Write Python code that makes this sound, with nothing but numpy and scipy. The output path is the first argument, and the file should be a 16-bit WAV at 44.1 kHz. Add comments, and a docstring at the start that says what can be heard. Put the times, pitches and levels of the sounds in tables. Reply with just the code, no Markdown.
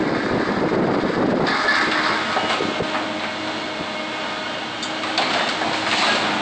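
"""Wind buffets the microphone, so hard that a limiter (an automatic volume control) ducks all else.
Some way off outdoors, an excavator tears at a wooden house: its diesel roars under the whine of
the hydraulic pump. The bucket scrapes through the wall, boards crack and splinter, nails squeak,
and debris slides down with a few bright clinks. As the wind eases, lone eddies (small swirls of
air) still thump the microphone."""
import sys
import numpy as np
from scipy import signal
from scipy.fft import rfft, irfft, next_fast_len
from scipy.io import wavfile
from scipy.ndimage import uniform_filter1d, minimum_filter1d, map_coordinates

SR = 44100
rng = np.random.default_rng(int(sys.argv[2]) if len(sys.argv) > 2 else 0)


def transcribe(u):
    """Save the signal u as a 16-bit wav file named by the first command-line argument.

    u: samples, shape (n,) or (channels, n), limited to [-1, 1]; the rate is SR.
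    q: integer samples, one column per channel.
    """
    v = np.clip(np.atleast_2d(u).T, -1, 1)
    q = np.round(v * 32767).astype(np.int16)
    wavfile.write(sys.argv[1], SR, q)


N = 282681
T = np.arange(N) / SR

# Levels in all tables are relative. A t60 is the time a sound takes to fade by 60 dB.
# tone colour of splintering wood: f/Hz, level/dB
SPLINTER_SPECTRUM = [(60, -68), (1000, -23), (2100, 5), (3000, 5.5), (4300, 6.5), (5700, -7.5),
                     (8200, -8.5)]


def excavator():
    """One shaft drives pump and gears; the diesel fires once for every three pump piston strokes."""
    # how fast the pump's pistons beat: t/s, f/Hz
    piston_rate = [(0.0, 307.7), (1.18, 305.7), (1.68, 311.3), (1.9, 307.4), (2.4, 318.2), (2.54, 317),
                   (2.74, 308.3), (3.1, 313.6), (3.22, 311), (3.52, 314.3), (3.98, 309.7), (4.26, 310.6),
                   (4.86, 313.5), (5.34, 318.5), (5.52, 314.4), (5.74, 317.3), (6.42, 307.4)]
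    # the pump's lowest tone, its octave and its double octave, each: t/s, level/dB
    hum_levels = [(0, -33.5), (1.5, -38.5), (1.95, -34), (2.35, -35), (3.15, -34.5), (3.27, -45),
                  (3.4, -34), (3.7, -44), (4.05, -36), (4.4, -43), (4.65, -43.5), (4.85, -34.5),
                  (5.15, -32), (5.5, -44), (5.7, -33.5), (6.1, -40.5), (6.3, -33)]
    drone_levels = [(0, -54), (1.6, -39), (1.9, -37), (3.45, -35), (3.75, -39.5), (4.55, -36), (4.73, -52),
                    (4.95, -35.5), (5.5, -50.5), (6.41, -39)]
    sing_levels = [(0, -47), (1.5, -38.5), (1.82, -34), (2.5, -35.5), (3, -42.5), (3.7, -53), (4.3, -38),
                   (4.9, -45), (6.41, -43)]
    # loudness of the machine and of its whine, ducked while the wind buffets, each: t/s, level/dB
    machine_levels = [(0, -8), (1.4, -4), (2.3, 3), (3, 1), (4.2, 0), (5.1, 0.5), (6.41, 4.5)]
    whine_levels = [(0, -8), (1.4, -12), (1.85, 5.5), (2.35, -3), (2.7, 2.5), (3.05, -3), (3.25, 0),
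                    (4.45, 3), (4.7, -1), (5, 1.5), (5.5, -5), (6.3, -0.5)]
    # the pump's weaker overtones: multiple of the piston rate, level/dB, flutter/rad
    overtones = [(3, -49.5, 0.33), (5, -47, 0.26), (7, -42.5, 0.38), (8, -49.5, 0.27), (9, -48.5, 0.45),
                 (10, -50.5, 0.12), (11, -49.5, 0.32), (12, -55, 0.4), (13, -50, 0.45), (14, -51, .4)]
    # two high tones that swell while the bucket curls: multiple of the piston rate
    squeal_multiples = [9.15, 10]
    # gear and fan tones at the average speed: f/Hz, level/dB
    gear_tones = [(216, -46), (255, -50), (535, -53), (917, -46.5), (1460, -48.5), (2890, -55),
                  (3990, -59.5)]
    # tone colour of the diesel's roar: f/Hz, level/dB
    roar_spectrum = [(20, -42.5), (45, -26), (100, -11), (150, -7), (230, -2.5), (450, -4.5), (800, -1),
                     (1100, -4), (1600, -5), (2500, -9.5), (3500, -8), (4500, -14.5), (5700, -22),
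                     (8000, -27.5)]

    rate = over_time(piston_rate)
    phase = 2 * np.pi * np.cumsum(rate + 0.251 * wobble(10)) / SR
    hum = amp(over_time(hum_levels)) * wavering(phase, fade_db=1.8, drift=0.055, flutter=0.23)
    drone = amp(over_time(drone_levels)) * wavering(2 * phase, fade_db=1.2, drift=0.2, flutter=0.3)
    sing = amp(over_time(sing_levels)) * wavering(4 * phase, fade_db=2.5, drift=0.22, flutter=0.23)
    whine = sum(amp(db) * wavering(k * phase, fade_db=0.8, drift=0.078 * k, flutter=flutter)
                for k, db, flutter in overtones)
    whine *= amp(over_time(whine_levels))
    squeal = sum(wavering(k * phase, fade_db=3, drift=0.81, flutter=0.39) for k in squeal_multiples)
    squeal *= amp(-43.5) * envelope(start=4.37, length=0.79, rise=0.16, t60=0.37)
    gears = sum(amp(db) * wavering(hz / rate.mean() * phase, fade_db=3, drift=0.94, flutter=0.42)
                for hz, db in gear_tones)
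    firing = phase / 3
    exhaust = amp(-52) * wavering(firing, fade_db=2, drift=0.14, flutter=0.17)
    pulsing_noise = rng.standard_normal(N) * (1 + 0.098 * np.cos(firing))
    roar = coloured(pulsing_noise, roar_spectrum) * amp(-29.5 + 0.61 * wobble(7.2))
    machine = amp(over_time(machine_levels)) * (whine + gears + exhaust + roar)
    return hum + drone + sing + squeal + machine


def scraping(rise=0.0019, t60=1):
    """The bucket drags through the wall: many tiny slips grind the boards and ring the steel."""
    # pushes of the bucket: start/s, length/s, level/dB
    strokes = [(1.465, 0.14, -18.5), (1.679, 0.093, -15), (1.736, 0.1, -21.5), (1.913, 0.11, -17.5),
               (2.035, 0.066, -17.5)]
    # tone colours of grinding boards and of rasping fibres, each: f/Hz, level/dB
    grind_spectrum = [(50, -44.5), (250, -4), (500, -11), (900, -3.5), (1260, -1.5), (2150, -4.5),
                      (2500, -18), (3300, -49.5)]
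    rasp_spectrum = [(100, -44.5), (2000, -8), (2700, -14), (3500, 13.5), (4800, 14.5), (5400, 4),
                     (6100, -25)]
    # ringing notes of the steel bucket: f/Hz, width/Hz, level/dB
    bucket_modes = [(1307, 60, 9.5), (1460, 48, -4.5), (1600, 49, 9.5), (1717, 59, 12), (2160, 40, -7),
                    (3240, 31, -8.5), (3685, 140, -5), (4590, 51, -6)]

    drag = envelope(0, 1.44, rise, t60)  # lighter dragging before the bucket bites
    push = np.max([amp(db) * envelope(s, length, rise, t60) for s, length, db in strokes], axis=0)
    bite = sum(amp(db) * envelope(s, 0, rise, t60=0.17) for s, _, db in strokes)
    grind = np.maximum(push, amp(-25.5) * drag)
    rasp = amp(-3.5) * bite + amp(-13) * push + amp(-37) * drag  # strongest as the teeth bite
    judder = amp(1.2 * wobble(60))
    wood = amp(-4.5) * coloured(grains(rate=1500, spread_db=3), grind_spectrum)
    steel = amp(-9) * resonant(grains(rate=1800, spread_db=6), bucket_modes)
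    fibres = amp(-4) * coloured(grains(rate=1500, spread_db=2), rasp_spectrum)
    return yard(judder * (grind * (wood + steel) + rasp * fibres), wet_db=-0.5)


def timbers(knock_t60=0.12, snap_t60=0.085, rise=0.00033, damping=0.2, snap_top_hz=5500):
    """Each timber gives way in a burst of tiny breaks: the board knocks and its fibres snap."""
    # breaking and falling timbers: t/s, knock/dB, f/Hz, upper notes/dB, tearing time/s, snap/dB
    cracks = [(1.475, -14, 805, 10, 0.0092, -27.5), (1.66, -16.5, 630, -6, 0.0096, -42),
              (1.914, -20, 1320, -5, .015, -22), (2.327, -21.5, 1100, -6, .008, -25),
              (2.364, -11.5, 736, -22, 0.014, -44), (2.5, -19, 1110, 4, 0.015, -24),
              (2.527, -23, 1500, 2, 0.0072, -24), (2.944, -15, 860, 6, .014, -34),
              (3.235, -19, 1100, -7, 0.014, -31), (3.472, -21, 700, 5, .008, -32),
              (5.034, -17.5, 1140, -7, .008, -26), (5.071, -21, 806, -4, .008, -29),
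              (5.177, -11.5, 710, -8, 0.018, -11.5), (5.216, -16, 815, -3, .008, -20),
              (5.338, -18.5, 690, -23, 0.042, -21), (5.487, -19, 810, 2, 0.0067, -19),
              (5.611, -13.5, 775, -4.5, 0.015, -33), (5.732, -18.5, 1010, -4, 0.014, -30),
              (5.865, -15, 920, 3, 0.0068, -25), (5.913, -14, 1300, -4, 0.022, -17),
              (6.022, -10.5, 1110, -10, 0.023, -34), (6.15, -17, 674, -5, 0.017, -27)]

    out, t = np.zeros(N + SR), np.arange(SR // 4) / SR
    for s, knock_db, hz, upper_db, tearing, snap_db in cracks:
        bending_modes = [(ratio * hz, damping * ratio * hz, db)
                         for ratio, db in [(1, 4.6), (1.4, upper_db), (1.9, upper_db)]]
        swing = resonant(rng.standard_normal(len(t)), bending_modes)
        rattle = np.tanh(2 * swing)  # its neighbours limit the board's swing
        body = coloured(rattle, [(hz / 8, -20), (hz / 2, 0), (2.3 * hz, 0), (4 * hz, -20), (8 * hz, -40)])
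        knock = body * amp(knock_db - 6.5 - 60 * np.maximum(t - tearing, 0) / knock_t60)
        breaks = grains(rate=5000, spread_db=1.5)[:len(t)]
        fibres = filtered(breaks, lambda f: 1 / np.sqrt(1 + (f / snap_top_hz) ** 2))
        snap = coloured(fibres, SPLINTER_SPECTRUM) * amp(snap_db - 60 * t / snap_t60)
        out[round(s * SR):][:len(t)] += (knock + snap) * (1 - np.exp(-t / rise))
    return yard(out[:N], wet_db=-9)


def debris():
    """Boards tumble in clumps and splinter; each slide gathers quickly and trickles out."""
    # slides of debris: start/s, length/s, tumbling/dB, splintering/dB
    slides = [(2.3, 0.032, -30, -48), (2.385, .1, -28, -36), (2.487, 0.027, -21.5, -26),
              (2.688, 0.044, -36, -38), (2.938, 0.015, -22.5, -46), (3.185, 0.019, -26, -44),
              (4.89, 0.086, -42, -38.5), (5.034, 0.08, -29, -31.5), (5.197, 0.062, -21.5, -29),
              (5.289, 0.11, -22, -24.5), (5.452, 0.058, -33, -27.5), (5.623, 0.05, -27.5, -29),
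              (5.713, 0.038, -30, -22.5), (5.861, 0.016, -27.5, -18.5), (5.91, 0.18, -21, -16),
              (6.229, 0.18, -25, -39)]
    # tone colour of tumbling boards: f/Hz, level/dB
    board_spectrum = [(60, -49), (180, 0.5), (300, 8.5), (450, -6), (720, 10), (1100, 0.5), (1650, 1),
                      (2400, -1), (4000, -26.5)]

    shapes = np.array([envelope(s, length, rise=0.0041, t60=0.4) for s, length, *_ in slides])
    gains = amp(np.array(slides)[:, 2:].T)
    tumble, splinter = np.sqrt(gains ** 2 @ shapes ** 2)  # overlapping slides add in power
    clumps = wobble(35)
    boards = coloured(grains(rate=900, spread_db=4), board_spectrum) * amp(-3.5 + 0.66 * clumps)
    laths = amp(-4) * coloured(clatter(), [(60, -40), (400, 10.5), (4500, 2), (6000, -23.5)])
    chips = coloured(grains(rate=1100, spread_db=-1), SPLINTER_SPECTRUM) * amp(-3.5 + 1.2 * clumps)
    return yard(tumble * (boards + laths) + splinter * chips, wet_db=6.5)


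def clatter(count=400, pitch_hz=1500, cycles=22, spread_db=4):
    """Laths (thin strips of wood) hit one another at random, each with its own short ring."""
    t = np.arange(SR // 16) / SR
    pitch, size = np.clip(rng.standard_normal((count, 2)), -2, 2).T[:, :, None]
    turns = pitch_hz * np.exp(0.5 * pitch) * t
    rings = np.sin(2 * np.pi * turns) + 1.23 * np.sin(2 * np.pi * 1.9 * turns)
    rings *= amp(spread_db * size - 60 * turns / cycles)
    where = rng.integers(0, N, (count, 1)) + np.arange(len(t))
    return unit(np.bincount(where.ravel(), rings.ravel(), N)[:N])


def nails():
    """Nails squeak as they are drawn from the timber, sticking and slipping at an unsteady rate."""
    # pulled nails: start/s, length/s, f/Hz, level/dB
    pulls = [(1.676, 0.038, 1722, -22.5), (2.366, 0.17, 2893, -39), (2.487, .03, 2140, -36),
             (6.068, 0.044, 1644, -22.5)]

    squeaks = np.zeros(N)
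    for s, length, hz, db in pulls:
        tone = wavering(2 * np.pi * hz * T, fade_db=3, drift=1.6, flutter=0.41)
        squeaks += amp(db) * envelope(s, length, rise=0.0068, t60=0.039) * tone
    return yard(squeaks, wet_db=-7)


def clinks():
    """Hard scraps chatter and ring briefly as they land."""
    # scraps landing: t/s, level/dB, f/Hz, upper note/dB, t60/s
    landings = [(4.827, -22.5, 4605, 0, 0.099), (5.177, -12, 4382, -19, .035)]
    # ringing notes of a scrap: multiple of f, width/Hz, level/dB, multiple of t60
    scrap_modes = [(.784, 70, -5.5, 2.4), (1, 129, -1, 1), (1.55, 550, -7, 1.9)]

    out, t = np.zeros(N + SR), np.arange(SR // 3) / SR
    for s, db, hz, upper_db, t60 in landings:
        for ratio, width, mode_db, life in scrap_modes:
            ring = resonant(rng.standard_normal(len(t)), [(ratio * hz, width, 0)])
            fade = amp(mode_db + upper_db * (ratio > 1) - 60 * t / (life * t60))
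            out[round(s * SR):][:len(t)] += amp(db) * fade * ring
    return yard(out[:N], wet_db=-11)


def wind(rise=0.0012, t60=0.059, breakup_s=0.069, shove_hz=70):
    """Each gust hits the microphone with a dull thud and, if it lasts, breaks into eddies."""
    # gusts on the microphone: start/s, length/s, level/dB
    gusts = [(0, 0.026, -20), (0.051, .09, -23), (0.155, 0.03, -22.5), (0.252, 0.02, -22.5),
             (0.308, 0.13, -19.5), (0.473, 0.035, -21), (.564, 0.017, -18), (0.609, 0.074, -15.5),
             (0.71, 0.28, -17), (1.033, 0.027, -15.5), (1.16, 0.22, -17), (1.394, 0.055, -13.5),
             (1.502, 0.053, -28), (1.644, 0.018, -25.5), (1.87, 0.026, -24.5), (2.095, 0.026, -27),
             (2.427, 0.02, -25), (2.597, 0.1, -32), (2.795, 0.028, -19), (3.66, 0.025, -36.5),
             (3.783, 0.04, -32), (5.657, .04, -32.5)]
    # tone colours of the eddies and of a gust's first push, each: f/Hz, level/dB
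    eddy_spectrum = [(25, -24), (64, -24), (120, -8.5), (200, 0.5), (360, 1), (600, -6), (900, -12),
                     (1500, -17.5), (3000, -36.5), (6000, -63)]
    thud_spectrum = [(25, -19), (60, -18.5), (150, -2), (400, 1), (650, -6), (1200, -15.5), (5000, -68)]

    push, eddies = np.zeros(N), np.zeros(N)
    for s, length, db in gusts:
        strength = amp(db) * envelope(s, length, rise, t60)
        smooth = np.exp(-(np.maximum(T - s, 0) / breakup_s) ** 2)
        push += strength * smooth
        eddies += strength * np.sqrt(1 - smooth ** 2)
    lulls = amp(-11 * np.maximum(wobble(90) - 0.5, 0))
    breeze = amp(-29.5) * envelope(0, 1.5, rise, t60)  # fills the gaps between the first gusts
    blow = np.maximum(eddies, breeze) * lulls * amp(4.5 + 1.2 * wobble(40))
    # a gust's pressure, the square of its strength, shoves the microphone's membrane
    shove = amp(5.5) * filtered(push ** 2, lambda f: resonance(f, shove_hz, width=shove_hz) ** 2)
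    buffet = blow * coloured(rng.standard_normal(N), eddy_spectrum)
    thud = push * coloured(rng.standard_normal(N), thud_spectrum)
    return shove + buffet + thud


def thumps(half_length_s=0.0017):
    """A lone eddy swings the microphone's membrane for a cycle or two."""
    # single eddies: t/s, level/dB, f/Hz
    eddies = [(0.642, -10, 576), (1.104, -11, 460), (1.342, -1, 580), (1.435, -13, 112), (2.609, -6.5, 414),
              (2.624, -14, 363), (2.654, -14, 255), (2.688, -14, 285), (2.719, -16, 382), (2.807, -5, 436),
              (2.823, -8, 153), (3.811, -17, 228)]

    out, t = np.zeros(N), np.arange(-SR // 25, SR // 25) / SR
    for s, db, hz in eddies:
        swing = np.sin(2 * np.pi * (hz * t + rng.random())) * np.exp(-(t / half_length_s) ** 2 / 2)
        out[round((s + t[0]) * SR):][:len(t)] += amp(db) * swing
    return out


def yard(x, wet_db):
    """Add a short, diffuse outdoor echo (at wet_db) with no ringing pitch of its own."""
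    # how long the echo lasts: f/Hz, t60/s
    echo_times = [(200, 0.81), (1500, 0.59), (8000, 0.59)]

    out, step = np.zeros(N + SR), SR // 4
    for i in range(0, N, step):
        hz, t, noise = signal.stft(rng.standard_normal(SR // 3), SR, nperseg=256)
        fade = amp(-60 * t / over_frequency(echo_times, hz)[:, None])
        tail = signal.istft(noise * fade, SR, nperseg=256)[1]
        echo = signal.fftconvolve(x[i:i + step], tail / np.linalg.norm(tail))
        out[i:i + len(echo)] += echo
    return (x + amp(wet_db) * out[:N]) / np.hypot(1, amp(wet_db))


def wavering(phase, fade_db, drift, flutter):
    """A tone that fades, drifts and flutters on its way through moving air."""
    coarse_t = T[::64]

    def curve(rate):
        return map_coordinates(rng.standard_normal(int(rate * N / SR) + 4), [coarse_t * rate])

    fading_db = fade_db * (1.06 * curve(3.046) + 0.6 * curve(14))
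    size = np.sqrt(2) * amp(fading_db + 7.1 * flutter * curve(50) - 0.5)
    slip = drift * curve(8) + flutter * curve(70) + 2 * np.pi * rng.random()
    return np.interp(T, coarse_t, size) * np.sin(phase + np.interp(T, coarse_t, slip))


def grains(rate, spread_db):
    """Tiny random breaks, about `rate` a second, many weak and a few strong."""
    sizes = rng.standard_normal(N) * amp(spread_db * np.clip(rng.standard_normal(N), -2, 2))
    return unit(sizes * (rng.random(N) < rate / SR))


def wobble(rate):
    """A smooth curve through `rate` random values a second."""
    knots = rng.standard_normal(int(N * rate / SR) + 4)
    steps = np.arange(8 * len(knots)) / 8
    return np.interp(T * rate, steps, map_coordinates(knots, [steps]))


def envelope(start, length, rise, t60):
    """A gain that rises, holds and dies away; all times in seconds."""
    t = np.maximum(T - start, 0)
    return (1 - np.exp(-t / rise)) * amp(-60 * np.clip((t - length) / t60, 0, 2))


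def filtered(x, response):
    """Scale each frequency f in x by response(f)."""
    size = next_fast_len(len(x) + SR // 4)
    return irfft(rfft(x, size) * response(np.fft.rfftfreq(size, 1 / SR)), size)[:len(x)]


def coloured(x, spectrum):
    """Give x a tone colour (f/Hz, level/dB), at rms 1."""
    return unit(filtered(x, lambda hz: amp(over_frequency(spectrum, hz))))


def resonance(f, hz, width):
    """How something that rings at hz responds to frequency f."""
    return 1j * f * width / (hz * hz - f * f + 1j * f * width)


def resonant(x, modes):
    """Let x ring a set of notes (f/Hz, width/Hz, level/dB), at rms 1."""
    return unit(filtered(x, lambda f: sum(amp(db) * resonance(f, hz, width) for hz, width, db in modes)))


def over_time(points):
    """Join (t/s, value) points with straight lines."""
    return np.interp(T, *np.transpose(points))


def over_frequency(points, hz):
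    """Read between (f/Hz, value) points on a log frequency axis."""
    f, values = np.transpose(points)
    return np.interp(np.log(hz + 1), np.log(f + 1), values)


def amp(db):
    """Decibels to gain."""
    return 10 ** (np.asarray(db) / 20)


def unit(x):
    """Scale x so that its rms (average strength) is 1."""
    return x / np.sqrt(np.mean(x ** 2) + 1e-20)


def scene():
    """Machine, breaking house and wind at one microphone."""
    return (excavator() + scraping() + debris() + timbers() + nails() + clinks() + wind() + thumps())[None]


def record(dry, threshold=0.43, hold_s=0.012, bass_weight=0.84, top_hz=8450):
    """A fast limiter, most sensitive to bass, holds the peaks down; treble above top_hz is cut off."""
    x = dry[0]
    span = int(hold_s * SR)
    bass = filtered(x, lambda hz: 1 / (1 + (hz / 480) ** 4))
    needed_gain = np.minimum(1, threshold / (np.abs(x + bass_weight * bass) + 1e-9))
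    gain = uniform_filter1d(minimum_filter1d(needed_gain, span), span)
    return filtered(x * gain * amp(0.3), lambda hz: 1 / np.sqrt(1 + (hz / top_hz) ** 140))[None]


dry = scene()
out = record(dry)
transcribe(out)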